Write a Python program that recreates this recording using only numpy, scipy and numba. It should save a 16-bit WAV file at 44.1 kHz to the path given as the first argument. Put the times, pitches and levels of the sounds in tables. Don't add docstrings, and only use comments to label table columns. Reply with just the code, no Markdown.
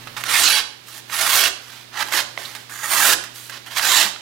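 import sys
import numpy as np
from scipy import signal
from scipy.fft import rfft, irfft
from scipy.io import wavfile
from numba import njit

SR = 44100
rng = np.random.default_rng(int(sys.argv[2]) if len(sys.argv) > 2 else 0)


def materialize(psi):
    bounded = np.clip(np.atleast_2d(psi).T, -1, 1)
    quanta = np.round(bounded * 32767).astype(np.int16)
    wavfile.write(sys.argv[1], SR, quanta)


N = 186040
TIME = np.arange(N) / SR

# (frequency [Hz], relative density [dB])
AMBIENCE_SPECTRUM = [(25, -16), (65, -4.5), (125, 2.5), (190, -0.5), (310, 4.5), (500, -3), (1500, -2),
                     (4000, 0), (7000, -10), (15500, -14)]
# (time [s], level [dB])
HUM_LEVELS = [(0, -49.5), (0.3, -50.5), (0.6, -64), (1.0, -54.5), (1.25, -54), (1.5, -62), (1.75, -56.5),
              (2.4, -54), (3.85, -54.5), (4.1, -59.5)]
# (frequency [Hz], t60 [s])
REVERB_T60 = [(200, 0.41), (1200, 0.57), (4000, 0.49), (8000, 0.39), (15000, 0.4)]
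# (frequency [Hz], gain [dB])
REVERB_GAINS = [(200, 12), (1200, -13), (4000, -11), (8000, -9.5), (15000, -36)]
# (frequency [Hz], level difference [dB])
LEFT_MINUS_RIGHT = [(120, 2.5), (280, -2.5), (520, -15), (1000, -11.5), (4500, -12.5), (5800, -12),
                    (7300, -15), (8800, 2.5), (9700, -8.5), (10800, -1.5), (12500, -12), (15000, -1)]
# (time [s], level [dB])
OPENING_RUMBLE_LEVELS = [(0, -46.5), (0.26, -46), (0.45, -47), (0.7, -76)]
# (frequency [Hz], relative density [dB])
OPENING_RUMBLE_SPECTRUM = [(25, -13), (70, -17), (125, -8), (220, -10), (500, -15), (1500, -13), (8000, -27)]
# (time [s], level [dB], frequency [Hz], t60 [s])
HAND_KNOCKS = [(2.14, -31.5, 320, 0.13), (4.05, -34.5, 206, 0.19)]
# (frequency [Hz], relative density [dB])
FLUTTER_SPECTRUM = [(20, 13.5), (45, -14.5), (90, -6), (200, -12), (500, -47), (2000, -90)]
# (time [s], level [dB])
BUCKLE_IMPULSES = [(2.3758, -10.5), (2.3768, -3.5)]
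# (frequency [Hz], gain [dB], t60 [s])
SHEET_MODES = [(640, -15.5, 0.011), (1120, -12.5, 0.0045), (2020, -11, 0.0094), (3050, -27, 0.0077)]
# (frequency [Hz], relative gain [dB])
PAPER_SPECTRUM = [(100, -32.5), (200, -26.5), (320, -17.5), (540, -13.5), (800, -2.5), (1100, 0.5),
                  (1800, 3), (2300, -3), (2700, -2.5), (4400, -5), (5800, -7.5), (9000, -10),
                  (12400, -10.5), (15500, -15)]
# (time [s], level [dB], t60 [s], treble gain [dB])
EDGE_CATCHES = [(0.072, -25, 0.051, -13), (0.166, -22, 0.089, -5), (0.238, -14.5, 0.024, -2.5),
                (0.883, -41, 0.026, 5), (0.978, -38, 0.055, 11), (1.097, -31, 0.096, -14),
                (1.211, -19.5, 0.12, 6.5), (1.355, -19.5, 0.12, 9), (2.025, -21, 0.018, -7),
                (2.085, -27.5, 0.05, -3), (2.1223, -13.5, 0.04, -2), (2.137, -12.5, 0.021, -8),
                (2.1781, -9.5, 0.0093, -6), (2.5503, -25, 0.075, -1), (2.8337, -29, 0.058, -3),
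                (3.237, -28, 0.094, -1), (3.496, -29, 0.067, 0.5), (3.768, -19.5, 0.057, -3),
                (3.795, -13.5, 0.035, -17), (3.8496, -13.5, 0.034, 5.5), (4.16, -30, 0.043, -25)]
# (start [s], fastest moment [s], end [s], body [dB], rasp above body [dB], hiss above body [dB])
RETURN_STROKES = [(0.873, 0.956, 0.989, -45, 4.5, 5), (1.6, 1.735, 1.83, -45.5, 3.5, -1),
                  (2.382, 2.422, 2.63, -39, 1.5, -0.5), (3.354, 3.375, 3.48, -49, 8, 11),
                  (3.524, 3.55, 3.578, -39.5, 3, -6)]
# (start [s], end [s], body [dB], rasp above body [dB], hiss above body [dB], attack [s])
RIM_RUBS = [(0.171, 0.217, -35, -2, -5, 0.002), (0.262, 0.297, -32.5, 0.5, -7, 0.016),
            (1.13, 1.195, -30, 2.5, 3, 0.015), (1.943, 1.977, -36, -5, -14, 0.01),
            (2.055, 2.092, -40, 0, -2, 0.005), (2.696, 2.817, -41, -1, 2, 0.002),
            (2.833, 2.913, -33.5, -2, 1, 0.0076), (3.663, 3.686, -40, -4.5, -5, 0.002),
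            (3.713, 3.737, -38, -1, -4.5, 0.009)]
# (start [s], hardest push [s], end [s], body [dB],
# rasp above body [dB], hiss above body [dB], release t60 [s])
CUT_STROKES = [(0.306, 0.411, 0.6, -22, 6, 2.5, 0.099), (1.212, 1.354, 1.48, -21.5, 5, 3.5, 0.1),
               (1.993, 2.027, 2.028, -23, 0, -7.5, 0.059), (2.136, 2.16, 2.203, -22.5, 2.5, -0.5, 0.1),
               (2.918, 3.075, 3.1356, -18.5, 2.2, 4, 0.069), (3.782, 3.805, 3.784, -21.5, 6, 2, 0.075),
               (3.829, 3.968, 4.03, -20.5, 5.5, 2.5, 0.25)]
# (start [s], end [s], start frequency [Hz], end frequency [Hz], gain [dB])
SHEET_RESONANCES = [(0.165, 0.446, 9450, 9200, 2.5), (0.334, 0.375, 2180, 2030, 10.5),
                    (0.408, 0.484, 9200, 5270, 7.5), (0.42, 0.584, 4250, 4640, 1.5),
                    (0.478, 0.583, 11900, 8850, 7.5), (0.49, 0.636, 2620, 3260, -2.5),
                    (1.077, 1.18, 1850, 1900, 0), (1.134, 1.28, 10200, 10200, 1),
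                    (1.28, 1.394, 15100, 14400, 2), (1.357, 1.433, 12200, 12000, 2),
                    (1.395, 1.498, 2850, 2780, -4), (2.449, 2.465, 3970, 3950, 14),
                    (2.656, 2.895, 1590, 1910, 5), (2.687, 2.907, 6800, 6600, 5),
                    (2.817, 2.966, 9350, 9340, 1), (2.863, 2.983, 14400, 14200, 1),
                    (3.64, 3.748, 3070, 3140, 4.5), (3.847, 4.047, 6800, 7600, 3.5),
                    (3.877, 4.016, 3770, 3870, 2.5)]


def from_db(db):
    return 10 ** (np.asarray(db) / 20)


def unit_rms(x):
    return x / np.sqrt(np.mean(x ** 2) + 1e-20)


def decay(age_s, t60):
    return np.exp(-np.log(1000) * age_s / t60)


def at_hz(table, hz):
    frequencies, values = np.transpose(table)
    return np.interp(np.log(hz + 1), np.log(frequencies), values)


def coloured(x, spectrum):
    gain = from_db(at_hz(spectrum, np.fft.rfftfreq(N, 1 / SR)))
    return unit_rms(irfft(rfft(x) * gain, N))


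def split(x, edges_hz):
    hz = np.fft.rfftfreq(N, 1 / SR)
    below = [irfft(rfft(x) / (1 + (hz / edge) ** 10), N) for edge in edges_hz]
    return np.diff([np.zeros(N), *below, x], axis=0)


def drift(rate_hz):
    hz = np.fft.rfftfreq(N, 1 / SR)
    return unit_rms(irfft(rfft(rng.standard_normal(N)) / (1 + (hz / rate_hz) ** 2), N))


def ambience(level_db=-47, hum_share=.45):
    hum_db = np.interp(TIME, *np.transpose(HUM_LEVELS))
    noise = np.array([coloured(rng.standard_normal(N), AMBIENCE_SPECTRUM) for _ in range(2)])
    return from_db(level_db + hum_share * (hum_db - hum_db.mean())) * noise


def appliance_hum(hz=120):
    phase = 2 * np.pi * hz * TIME
    amplitude = np.sqrt(2) * from_db(np.interp(TIME, *np.transpose(HUM_LEVELS)))
    return amplitude * (np.sin(phase) + from_db(-11.5) * np.sin(2 * phase))


def reverberation(x, gap_s=0.0039):
    centres_hz = 250 * 2. ** np.arange(7)
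    bands = split(rng.standard_normal(N), centres_hz[:-1] * np.sqrt(2))
    response = np.zeros(N)
    for hz, band in zip(centres_hz, bands):
        envelope = (TIME > gap_s) * decay(TIME, at_hz(REVERB_T60, hz))
        response += from_db(at_hz(REVERB_GAINS, hz)) * band * envelope / np.linalg.norm(envelope)
    return signal.fftconvolve(x, response[:SR])[:N]


def opening_rumble():
    envelope = from_db(np.interp(TIME, *np.transpose(OPENING_RUMBLE_LEVELS)))
    return envelope * coloured(rng.standard_normal(N), OPENING_RUMBLE_SPECTRUM)


def flutter(rasp_gain):
    return from_db(-45) * rasp_gain * coloured(rng.standard_normal(N), FLUTTER_SPECTRUM)


def thump(start, level_db, hz, t60, rise_s=.004):
    age = np.maximum(TIME - start, 0)
    return from_db(level_db) * np.tanh(age / rise_s) * decay(age, t60) * np.sin(2 * np.pi * hz * age)


def sheet_thumps():
    pushes = sum(thump(push, body_db + rasp_db - 23.5, hz=55, t60=0.069)
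                 for _, push, _, body_db, rasp_db, _, _ in CUT_STROKES)
    return pushes + sum(thump(*knock) for knock in HAND_KNOCKS)


def damped_mode(impulses, hz, t60):
    radius, angle = decay(1 / SR, t60), 2 * np.pi * hz / SR
    return signal.lfilter([.5, 0, -.5], [1, -2 * radius * np.cos(angle), radius ** 2], impulses + 1e-18)


def buckling():
    impulses = np.zeros(N)
    for start, level_db in BUCKLE_IMPULSES:
        impulses[round(start * SR)] = from_db(level_db)
    modes = sum(from_db(gain_db) * damped_mode(impulses, hz, t60) for hz, gain_db, t60 in SHEET_MODES)
    return signal.sosfilt(signal.butter(2, [400, 4500], "band", fs=SR, output="sos"), modes)


def edge_reflections(x, echo_db=-11, longest_s=.003, flex_s=.0001, count=5):
    out = x.copy()
    for delay_s in np.linspace(longest_s / 4, longest_s, count) * rng.uniform(0.844, 1.15, count):
        path_s = delay_s + flex_s * drift(rate_hz=1.26)
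        strength = from_db(echo_db) * np.tanh(2 * drift(rate_hz=8.4))
        out += strength * np.interp(TIME - path_s, TIME, x, left=0)
    return out


def fibre_snaps(per_s, clump_db, clump_hz, size_db=2.5):
    snaps = (rng.random(N) < per_s / SR) * rng.choice([-1, 1], N)
    spread_db = size_db * np.minimum(rng.exponential(1, N), 4)
    sizes = from_db(spread_db + clump_db * drift(clump_hz))
    return coloured(edge_reflections(snaps * sizes), PAPER_SPECTRUM)


def edge_catches():
    low, high = split(fibre_snaps(per_s=11000, clump_db=1.5, clump_hz=150), edges_hz=(5000,))
    out = np.zeros(N)
    for start, level_db, t60, treble_db in EDGE_CATCHES:
        span = (TIME >= start) & (TIME < start + t60)
        crackle = low[span] + from_db(treble_db) * high[span]
        out[span] += from_db(level_db) * decay(TIME[span] - start, t60) * crackle
    return signal.sosfilt(signal.butter(2, 450, "high", fs=SR, output="sos"), out)


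def contact(start, end, attack_s, release_t60):
    rise = np.exp(np.minimum(TIME - start, 0) / attack_s)
    return rise * decay(np.maximum(TIME - end, 0), release_t60)


def band_gains(body_db, rasp_db, hiss_db):
    return from_db([[body_db], [body_db + rasp_db], [body_db + hiss_db]])


def blade_envelopes():
    fall_db_per_s = (21.5, 34, 45.5)
    lag_s = (-0.015, 0.051, -0.005)
    gains = np.zeros((3, N))
    for start, push, end, *levels_db, release_t60 in CUT_STROKES:
        effort = from_db([-fall * np.abs(TIME - push - lag) for fall, lag in zip(fall_db_per_s, lag_s)])
        bite = contact(start, end, attack_s=0.016, release_t60=release_t60)
        gains += band_gains(*levels_db) * effort * bite
    for start, end, *levels_db, attack_s in RIM_RUBS:
        gains += band_gains(*levels_db) * contact(start, end, attack_s, release_t60=0.043)
    for start, fastest, end, *levels_db in RETURN_STROKES:
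        speed = from_db(-55 * np.abs(TIME - fastest))
        gains += band_gains(*levels_db) * speed * contact(start, end, attack_s=0.013, release_t60=0.14)
    return gains


@njit
def gliding_resonance(x, angle, radius):
    y = np.zeros(len(x))
    for i in range(2, len(x)):
        drive = (1 - radius ** 2) / 2 * (x[i] - x[i - 2])
        y[i] = drive + 2 * radius * np.cos(angle[i]) * y[i - 1] - radius ** 2 * y[i - 2]
    return y


def cutting(envelopes):
    snaps = fibre_snaps(per_s=15000, clump_db=1.42, clump_hz=106)
    bands = split(snaps, edges_hz=(2400, 6500))
    trim_db = (-1.0, -1.8, -1.8)
    sawing = sum(from_db(db) * gain * unit_rms(band) for db, gain, band in zip(trim_db, envelopes, bands))
    out = sawing.copy()
    for start, end, start_hz, end_hz, gain_db in SHEET_RESONANCES:
        span = (TIME >= start) & (TIME < end)
        bandwidth_hz = 146 + 0.06 * start_hz
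        radius = np.exp(-np.pi * bandwidth_hz / SR)
        angle = 2 * np.pi * np.linspace(start_hz, end_hz, span.sum()) / SR
        swell = signal.windows.tukey(span.sum(), .5)
        out[span] += from_db(gain_db) * swell * gliding_resonance(sawing[span], angle, radius)
    return out


def scene():
    envelopes = blade_envelopes()
    paper = cutting(envelopes) + edge_catches() + buckling()
    direct = paper + flutter(rasp_gain=envelopes[1]) + opening_rumble() + sheet_thumps() + appliance_hum()
    mid, side = ambience() + np.array([reverberation(paper) for _ in range(2)])
    return direct + from_db(-1.13) * mid + from_db(-0.7) * side * np.array([[1], [-1]])


def record(dry):
    ceiling, cutoff_hz = 0.9, 15800
    left_over_right = from_db(at_hz(LEFT_MINUS_RIGHT, np.fft.rfftfreq(N, 1 / SR)))
    pan = 2 * np.array([left_over_right, np.ones_like(left_over_right)]) / (1 + left_over_right)
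    panned = irfft(rfft(dry) * pan, N)
    rounded = ceiling * np.tanh(panned / ceiling)
    return signal.sosfilt(signal.ellip(12, .1, 70, cutoff_hz, fs=SR, output="sos"), rounded)


dry = scene()
out = record(dry)
materialize(out)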